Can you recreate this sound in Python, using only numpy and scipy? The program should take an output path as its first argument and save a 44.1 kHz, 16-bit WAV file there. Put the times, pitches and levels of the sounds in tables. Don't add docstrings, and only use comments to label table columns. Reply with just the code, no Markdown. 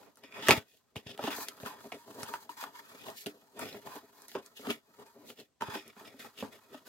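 import sys
import numpy as np
from scipy import signal
from scipy.fft import rfft, irfft, next_fast_len
from scipy.io import wavfile
from scipy.ndimage import map_coordinates

SR = 44100
rng = np.random.default_rng(int(sys.argv[2]) if len(sys.argv) > 2 else 0)


def wav_record(signal):
    frames = np.transpose(np.atleast_2d(signal))
    bounded = np.clip(frames, -1, 1)
    quanta = np.round(bounded * 32767).astype(np.int16)
    wavfile.write(sys.argv[1], SR, quanta)


N = 303408

# frequency in Hz, relative spectral level in dB.
QUIET_SPECTRUM = [(24, -35), (40, 4), (412, -7), (790, -9.5), (918, -19.5), (2500, -19.5), (8550, -20.5),
                  (9450, -28), (13100, -36), (16000, -31.5)]
# frequency in Hz, time to fall by 60 dB in seconds.
ROOM_DECAY = [(200, 0.16), (1000, 0.14), (4000, 0.066), (12000, 0.048)]
# frequency in Hz, gain in dB re the shared sound.
SCATTER = [(60, 4), (130, -2.5), (350, -12.5), (1200, 0.5), (4000, 4.5), (12000, 3.5)]
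# time in seconds, lead of the left port in samples.
HAND_LEAD = [(0, 2.4), (1.3, 2.5), (1.8, 4.2), (2.7, 6.4), (3.2, 10), (3.7, 3.1), (4.3, 2.5), (4.7, 9),
             (5.2, 2.9), (6.0, 0.8), (6.88, 0.33)]
# frequency in Hz, width in Hz, gain in dB.
TABLE_BOOM = [(110, 120, 0)]
# start in seconds, peak before panning in dB.
JOLTS = [(0.492, -23), (0.513, -23.5), (0.575, -30), (0.964, -33.5), (1.064, -39), (1.236, -48),
         (1.632, -38.5), (2.23, -44), (3.267, -47.5), (4.35, -48), (5.683, -35), (6.426, -48)]
# frequency in Hz, width in Hz, gain in dB.
BOX_MODES = [(107, 34, -8), (233.5, 40, 0.5), (292.7, 18, 2), (411.7, 31.4, 4), (540.7, 52, -3),
             (652.6, 65, -3)]
# frequency in Hz, width in Hz, gain in dB.
CARD_MODES = [(869, 34, 2.5), (937.6, 43, 5.5), (1007, 100, 2), (1284, 96, 0.5), (1500, 67, -4.5),
              (1940, 560, -12), (2300, 230, -6), (2480, 110, 0), (2990, 610, -2.5), (3650, 670, -11),
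              (4860, 500, -7), (5278, 270, -7)]
# frequency in Hz, relative spectral level in dB.
GLOSS_SPECTRUM = [(2500, -38.5), (4000, 3), (5500, -3), (7000, 0), (9000, -7), (11000, -2), (13000, 0.5),
                  (16000, -5)]
# time in seconds, card edge level in dB.
RESTING_HANDS = [(0, -81), (0.3, -74.5), (0.6, -74.5), (0.71, -81.5), (0.94, -83.5), (1.2, -64.5),
                 (1.84, -62.5), (2.5, -69.5), (3.08, -64.5), (3.31, -67.5), (3.52, -72), (3.73, -62),
                 (4.1, -70.5), (4.6, -72), (4.82, -79.5), (4.95, -69.5), (5.27, -71.5), (5.46, -86.5),
                 (5.62, -93), (5.79, -71), (6.3, -68), (6.88, -71)]
# start in seconds, hold in seconds, swell before the start in seconds, card edge level in dB,
# hollow box in dB re edges, fingertip hiss in dB re edges, flap pitch in Hz.
STROKES = [(0, 0.04, 0.02, -63, 9, -6.5, 860.0), (0.061, 0.029, 0.018, -70, 10.5, -13, 896),
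           (0.18, 0.016, 0.027, -71.5, 7, -3.5, 1023), (0.241, 0.013, 0.024, -55.5, 4, -19, 2274),
           (0.369, 0.09, 0.08, -46.5, -3, -19, 1700), (0.472, 0.016, 0.03, -37.5, 1.5, -11, 1751),
           (0.49, 0.025, 0.0065, -26, -6, -12, 1790), (0.534, 0.033, 0.018, -38.5, 0.5, -9.5, 1550.0),
           (0.685, 0.09, 0.026, -78, -2, 5.5, 3190.0), (0.959, 0.02, 0.005, -55, 9.5, -6, 2800),
           (1.07, 0.022, 0.005, -62, 7, -13.5, 3000), (1.094, 0.023, 0.055, -55.5, 4, -18.5, 3100),
           (1.191, 0.039, 0.01, -51.5, 2.5, -22, 1204), (1.231, 0.055, 0.03, -44.5, -1, -9.5, 1490.0),
           (1.307, 0.05, 0.025, -42.5, -6.5, -10, 1443), (1.353, 0.078, 0.034, -49, -7, 1.5, 939),
           (1.458, 0.028, 0.02, -58.5, -7.5, -6.5, 3173), (1.608, 0.013, 0.03, -60, -4.5, 0.5, 883),
           (1.662, 0.02, 0.05, -45, -1.5, -8.5, 1080.0), (1.713, 0.078, 0.022, -54.5, -5, -24.5, 970.0),
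           (1.81, 0.045, 0.036, -65.5, 10.5, -2, 930.0), (1.92, 0.015, 0.006, -53, 6.5, -15.5, 2135),
           (2.076, 0.12, 0.04, -60, 5, -5, 860.0), (2.197, 0.041, 0.025, -50.5, 8, -5.5, 906),
           (2.29, 0.066, 0.06, -45.5, -1.5, -9.5, 921), (2.406, 0.022, 0.02, -59.5, -3.5, -2.0, 881),
           (2.497, 0.021, 0.005, -57.5, -3, -2, 976), (2.574, 0.04, 0.012, -51, -17.5, -7, 1062),
           (2.613, 0.02, 0.04, -45, -18.5, -8.5, 951.4), (2.667, 0.024, 0.02, -55, -3, -20, 939),
           (2.755, 0.041, 0.03, -52.5, -6, -11, 970.0), (2.849, 0.13, 0.063, -59.5, 3, -6.0, 1340.0),
           (3.003, 0.04, 0.03, -63, 9.5, -5.5, 3166), (3.068, 0.051, 0.07, -49, -1, -8, 1009),
           (3.17, 0.044, 0.03, -58, -7.0, 6, 2803), (3.264, 0.011, 0.0086, -55.5, 10.5, -0.5, 2934),
           (3.573, 0.02, 0.03, -55.5, 6.5, -15.5, 1197), (3.596, 0.033, 0.012, -47, 1.5, -7, 1353),
           (3.632, 0.05, 0.033, -52.5, 8, -7, 2400), (3.682, 0.021, 0.033, -54.5, 3, -7, 3600),
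           (3.728, 0.045, 0.03, -60, 11.5, -8.5, 2600), (3.854, 0.038, 0.02, -52, 5, -9, 989),
           (3.931, 0.04, 0.068, -50.5, -2.5, -7, 1050), (4.209, 0.045, 0.18, -60.5, -3, -2.5, 1005),
           (4.283, 0.06, 0.012, -66, -1.5, 4.5, 2594), (4.35, 0.025, 0.0084, -48, 1.5, -26, 1022),
           (4.428, 0.048, 0.03, -65.5, -2, -0.5, 1492), (4.571, 0.063, 0.038, -62.5, 4.5, 0.5, 2850),
           (4.661, 0.054, 0.059, -48, 0, -10.5, 959), (4.703, 0.0083, 0.015, -44, 1, -5.5, 2776),
           (4.991, 0.034, 0.012, -59, 4.5, -14, 943), (5.06, 0.022, 0.0092, -65.5, -2, -8.5, 957),
           (5.21, 0.043, 0.06, -69.5, 14.5, -7, 944), (5.276, 0.03, 0.039, -62.5, 9.5, 5, 3016),
           (5.392, 0.013, 0.047, -60, 3.5, -2, 2440), (5.61, 0.035, 0.0055, -47, 1.5, -15.5, 946),
           (5.659, 0.051, 0.02, -46.5, -5.5, -19, 975), (5.729, 0.03, 0.055, -41.5, -3.5, -12.5, 1200),
           (5.752, 0.028, 0.027, -50, 3.5, -9.5, 2600), (5.857, 0.05, 0.033, -62, -8.5, -10.5, 2520),
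           (5.972, 0.06, 0.01, -57.5, -1.5, -10.5, 957), (6.062, 0.034, 0.033, -57, 4.5, -9, 2355),
           (6.202, 0.025, 0.055, -52.5, -1.5, -5.5, 1870.0), (6.247, 0.02, 0.01, -55.5, 1.5, -6, 1288),
           (6.39, 0.03, 0.05, -53, -0.5, -5.5, 2466), (6.434, 0.017, 0.011, -47.5, 1.5, -21.5, 866),
           (6.532, 0.02, 0.047, -57.5, 3.5, -7.5, 1955), (6.73, 0.031, 0.082, -58.5, 4, -10.5, 1402),
           (6.869, 0.02, 0.024, -55, 0, -3.5, 1410)]
# start in seconds, card ring peak before panning in dB, thud in dB re card,
# crack in dB re card, card pitch in Hz.
TAPS = [(0.031, -48, -17, -7, 614), (0.157, -60, -20, 14, 3070), (0.172, -53, -6, 9, 1090),
        (0.237, -40.5, -16, -10.5, 2320), (0.324, -43, -27, -8, 2400), (0.485, -7.5, -9.5, -1.5, 1710),
        (0.491, -7.5, -6, -9, 1754), (0.502, -15, -22, -2, 787), (0.508, -5, -11, -1, 2250),
        (0.513, -12, -6, -8, 3850), (0.576, -27, -11, -9.5, 1560), (1.843, -48.5, 3, -14, 1000),
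        (0.959, -32.5, -5, -14, 812), (0.965, -31.5, -21.5, -5.5, 2740), (1.065, -46.5, -16, -3, 566),
        (1.177, -33.5, -14, -8.5, 2760), (1.192, -30, -1.5, -26.5, 575), (1.239, -26.5, -1, -23.5, 810),
        (1.25, -36.5, -9, -15.5, 1420), (1.276, -25.5, -4, -20.5, 616), (1.305, -30, -34, -11, 2642),
        (1.327, -31, -14, -14, 1250), (1.383, -35.5, 0, -9.5, 690), (1.406, -36, -23, -9, 2470),
        (1.485, -22, -26.5, 1.5, 3190), (1.586, -48.5, -11, -12.5, 960), (1.601, -36, -9, -11, 890),
        (1.633, -40.5, 5, -9.5, 1040), (1.661, -28, -11.5, -3, 1230), (1.92, -30, -14, -19.5, 695),
        (1.924, -31, -28, -18.5, 2210), (1.946, -48.5, -10, 6.5, 3570), (2.185, -50, 7, -13, 690),
        (2.232, -30, -33, 8.5, 824), (2.339, -23.5, -22, -18.5, 903), (2.493, -35, -16, -9.5, 950),
        (2.568, -49, -12, -8, 1020), (2.628, -29.5, -19, -7.5, 1040), (2.639, -27, -17.5, -3.5, 1290),
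        (3.084, -35, -6, -16.5, 644), (3.102, -40, -24, 6, 1040), (3.261, -27.5, -9, -6, 2650),
        (3.267, -30, -2.5, 4.5, 3040), (3.593, -34.5, -13, 9, 660), (3.629, -41.5, 9.5, -18, 520),
        (3.656, -35.5, 1.5, -7, 2400), (3.666, -40, -8, -15, 490), (3.727, -39.5, -21, -9.5, 3950),
        (3.746, -43, 5, -16, 766), (3.872, -37, -13, -4, 1050), (3.957, -36.5, -3, -0.5, 1107),
        (4.22, -53.5, -8, 17.5, 1110), (4.283, -52, -9, 19.5, 670), (4.317, -34, -26, -9.5, 2670),
        (4.352, -28.5, 2, -28, 950), (4.358, -31.5, 1.5, -22.5, 1040), (4.462, -50.5, -10, 15, 4450),
        (4.594, -48, 6, -2, 1366), (4.67, -31, 2, -9, 2900), (4.701, -30, -10, -18, 1330),
        (4.705, -20.5, -11, -10.5, 2806), (4.998, -49, -14.5, 0, 746), (5.065, -58, -20, 11, 3020),
        (5.29, -45.5, -21, -8, 2930), (5.302, -37.5, -22, 0, 2890), (5.4, -39, -14, -8, 4300),
        (5.61, -32, -6.5, -13, 920), (5.621, -22, -12, -10, 920), (5.682, -41, 4, -12.5, 1020),
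        (5.74, -33.5, -15, -11.5, 1140), (5.754, -35.5, 3.5, -14, 806), (5.879, -45.5, -17, 8, 2860),
        (5.966, -50, 1, -7, 810), (6.012, -55, 10.5, -18, 600), (6.066, -55, -1, -10, 700),
        (6.14, -55, 7.5, -16, 600), (6.195, -41, -6, -4, 4200), (6.247, -39, -12, -5.5, 794),
        (6.425, -33.5, 5.5, -23, 760), (6.744, -42.5, 3.5, -11, 596)]

QUIET_DB = -77
TOP_HZ = 15900
SWELL_DB, RELEASE_DB_PER_S = 23.5, 382.5
REST_BOX_DB, REST_HISS_DB, REST_HZ = 3.5, -4, 1080
MODE_STEP_S = 0.0006
BLOW = 13
RING_T60_S, CRACK_T60_S = 0.014, 0.007
TAP_BOOM_DB = -25
ECHO_DB = -5.5
TAP_PAN_DB, TAP_PAN_SPREAD_DB = -0.6, 1.6


def amp(db):
    return 10 ** (np.asarray(db) / 20)


def unit(x):
    return x / np.sqrt(np.mean(x ** 2) + 1e-20)


def peak(x):
    return x / np.max(np.abs(x))


def along(points, hz):
    f, value = np.transpose(points)
    return np.interp(np.log(hz + 1), np.log(f + 1), value)


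def wobble(rate):
    knots = rng.standard_normal(int(N * rate / SR) + 4)
    return map_coordinates(knots, [np.arange(N) * rate / SR])


def filtered(x, response):
    n = x.shape[-1]
    padded = next_fast_len(n + 8192)
    spectrum = rfft(x, padded) * response(np.fft.rfftfreq(padded, 1 / SR))
    return irfft(spectrum, padded)[..., :n]


def ringing(modes):
    def response(f):
        return sum((-1) ** k * amp(db) * 1j * f * width / (c * c - f * f + 1j * f * width)
                   for k, (c, width, db) in enumerate(modes))
    return response


def ports(x, lead, pan_db):
    def turn(hz):
        return np.exp(1j * np.pi * hz * lead / SR * np.array([[1], [-1]]))
    return filtered(x, turn) * amp(np.array([[0.5], [-0.5]]) * pan_db)


def moving(x, pan_db):
    half_lead = np.interp(np.arange(N) / SR, *np.transpose(HAND_LEAD)) / 2
    heard = []
    for side in (1, -1):
        delayed = map_coordinates(x, [np.arange(N) + side * half_lead], order=5)
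        heard.append(delayed * amp(side * pan_db / 2))
    return np.array(heard)


def quiet():
    noise = rng.standard_normal((2, N)) + 0.58 * rng.standard_normal(N)
    return amp(QUIET_DB) * unit(filtered(noise, lambda hz: amp(along(QUIET_SPECTRUM, hz))))


def jolts():
    out = np.zeros(N + SR)
    t = np.arange(SR // 4) / SR
    for start, db in JOLTS:
        push = rng.standard_normal(len(t)) * amp(-60 * t / 0.0075)
        push[8] += 6
        boom = peak(filtered(push, lambda f: ringing(TABLE_BOOM)(f) ** 2))
        out[round(start * SR):][:len(t)] += amp(db) * boom
    return ports(out[:N], lead=4, pan_db=2.0)


def strokes():
    t = np.arange(0, N + 64, 64) / SR
    start, hold, swell, db, box_db, hiss_db, hz = np.transpose(STROKES)[..., None]
    before = np.maximum(start - t, 0) / np.maximum(swell, 1 / 200)
    after = np.maximum(t - start - hold, 0)
    edge_db = db - SWELL_DB * before - RELEASE_DB_PER_S * after
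    rest_db = np.interp(t, *np.transpose(RESTING_HANDS))

    def total(stroke_re_db, rest_re_db):
        power = np.sum(amp(edge_db + stroke_re_db) ** 2, axis=0) + amp(rest_db + rest_re_db) ** 2
        return np.sqrt(power)

    edges = total(0, 0)
    log_pitch = np.sum(amp(edge_db) ** 2 * np.log(hz), axis=0) + amp(rest_db) ** 2 * np.log(REST_HZ)
    pitch = np.exp(log_pitch / edges ** 2)
    curves = (total(box_db, REST_BOX_DB), edges, total(hiss_db, REST_HISS_DB), pitch)
    return [np.interp(np.arange(N) / SR, t, curve) for curve in curves]


def slips(rate, spread_db, smooth):
    size_db = spread_db * np.minimum(rng.exponential(size=N), 3)
    caught = rng.random(N) < rate / SR
    catches = caught * amp(size_db) * rng.standard_normal((3, N))
    return unit(catches) + smooth * rng.standard_normal((3, N))


def rubbing():
    box_gain, edge_gain, hiss_gain, flap_hz = strokes()
    grip_db = 1.3 * wobble(40) + 2.2 * wobble(100)
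    favour = [amp(-11 * np.abs(np.log2(flap_hz / c)) + 3.5 * wobble(16)) for c, _, _ in CARD_MODES]
    even = np.sqrt(sum(g ** 2 for g in favour))

    def card_paths(f):
        return np.array([ringing([mode])(f) * np.exp(-2j * np.pi * f * k * MODE_STEP_S)
                         for k, mode in enumerate(CARD_MODES)])

    layers = []
    for force in slips(rate=800, spread_db=3, smooth=1.2):
        box_force = force * amp(0.2 * grip_db + 4.9 * wobble(30))
        box = unit(filtered(box_force, ringing(BOX_MODES)))
        modes = filtered(force * amp(grip_db), card_paths)
        edge = unit(sum(g / even * mode for g, mode in zip(favour, modes)))
        skin = force + 1.5 * rng.standard_normal(N)
        skin = skin * amp(0.68 * grip_db + 1.1 * wobble(90))
        hiss = unit(filtered(skin, lambda hz: amp(along(GLOSS_SPECTRUM, hz))))
        layers.append(box_gain * box + edge_gain * edge + hiss_gain * hiss)
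    shared = layers[0]
    apart = filtered(np.array(layers[1:]), lambda hz: amp(along(SCATTER, hz)))
    both = moving(shared, pan_db=1.2) + apart
    return both * np.sqrt(np.mean(shared ** 2) / np.mean(both.mean(axis=0) ** 2))


def tail(length):
    hz, t, z = signal.stft(rng.standard_normal((3, length)), SR, nperseg=256)
    pair = z[0] + z[1:] * amp(along(SCATTER, hz))[:, None]
    decay = amp(-60 * t / along(ROOM_DECAY, hz)[:, None])
    out = signal.istft(pair * decay, SR, nperseg=256)[1]
    return out / np.linalg.norm(out[0])


def taps():
    out = np.zeros((2, N + SR))
    t = np.arange(SR // 4) / SR
    crack_modes = [(3800, 1800, -1.0), (7600, 10000, 0), (12700, 1700, 2)]  # Hz, width in Hz, dB
    luck = rng.standard_normal((len(TAPS), 16))
    for (start, db, thud_db, crack_db, hz), chance in zip(TAPS, luck):
        rattle = rng.standard_normal(len(t))
        rattle[8] += BLOW

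        def dying(t60):
            return rattle * amp(-60 * t / t60)

        walls = [(c * (1 + 0.043 * u), width, g + 3 * v)
                 for (c, width, g), u, v in zip(BOX_MODES[1:], chance, chance[::-1])]
        flap = [(hz, 0.083 * hz, 0)]
        flap += [(c, 3.8 * width, g - 4 - 6.1 * abs(np.log2(c / hz)) + 3 * u)
                 for (c, width, g), u in zip(CARD_MODES, chance)]
        boom = peak(filtered(dying(0.011), lambda f: ringing(TABLE_BOOM)(f) ** 2))
        thud = peak(filtered(dying(0.012), lambda f: ringing(walls)(f) / (1 + 1j * f / 900)))
        ring = peak(filtered(dying(RING_T60_S), lambda f: ringing(flap)(f) / (1 + 1j * f / (4 * hz))))
        crack = peak(filtered(dying(CRACK_T60_S), ringing(crack_modes)))
        hollow = amp(thud_db) * (thud + amp(TAP_BOOM_DB) * boom)
        near = amp(db) * (hollow + ring + amp(crack_db) * crack)
        echo = signal.fftconvolve(near[None], tail(SR // 4), axes=1)
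        lead = np.interp(start, *np.transpose(HAND_LEAD)) + 3.3 * chance[-1]
        pan_db = TAP_PAN_DB + TAP_PAN_SPREAD_DB * chance[-2]
        at = round(start * SR)
        out[:, at:at + len(t)] += ports(near, lead, pan_db)
        out[:, at + 60:at + 60 + echo.shape[1]] += amp(ECHO_DB) * echo
    return out[:, :N]


def scene():
    return quiet() + jolts() + rubbing() + taps()


def record(dry):
    return filtered(dry, lambda hz: (1j * hz / (1j * hz + 60)) ** 3 * (hz < TOP_HZ))


dry = scene()
out = record(dry)
wav_record(out)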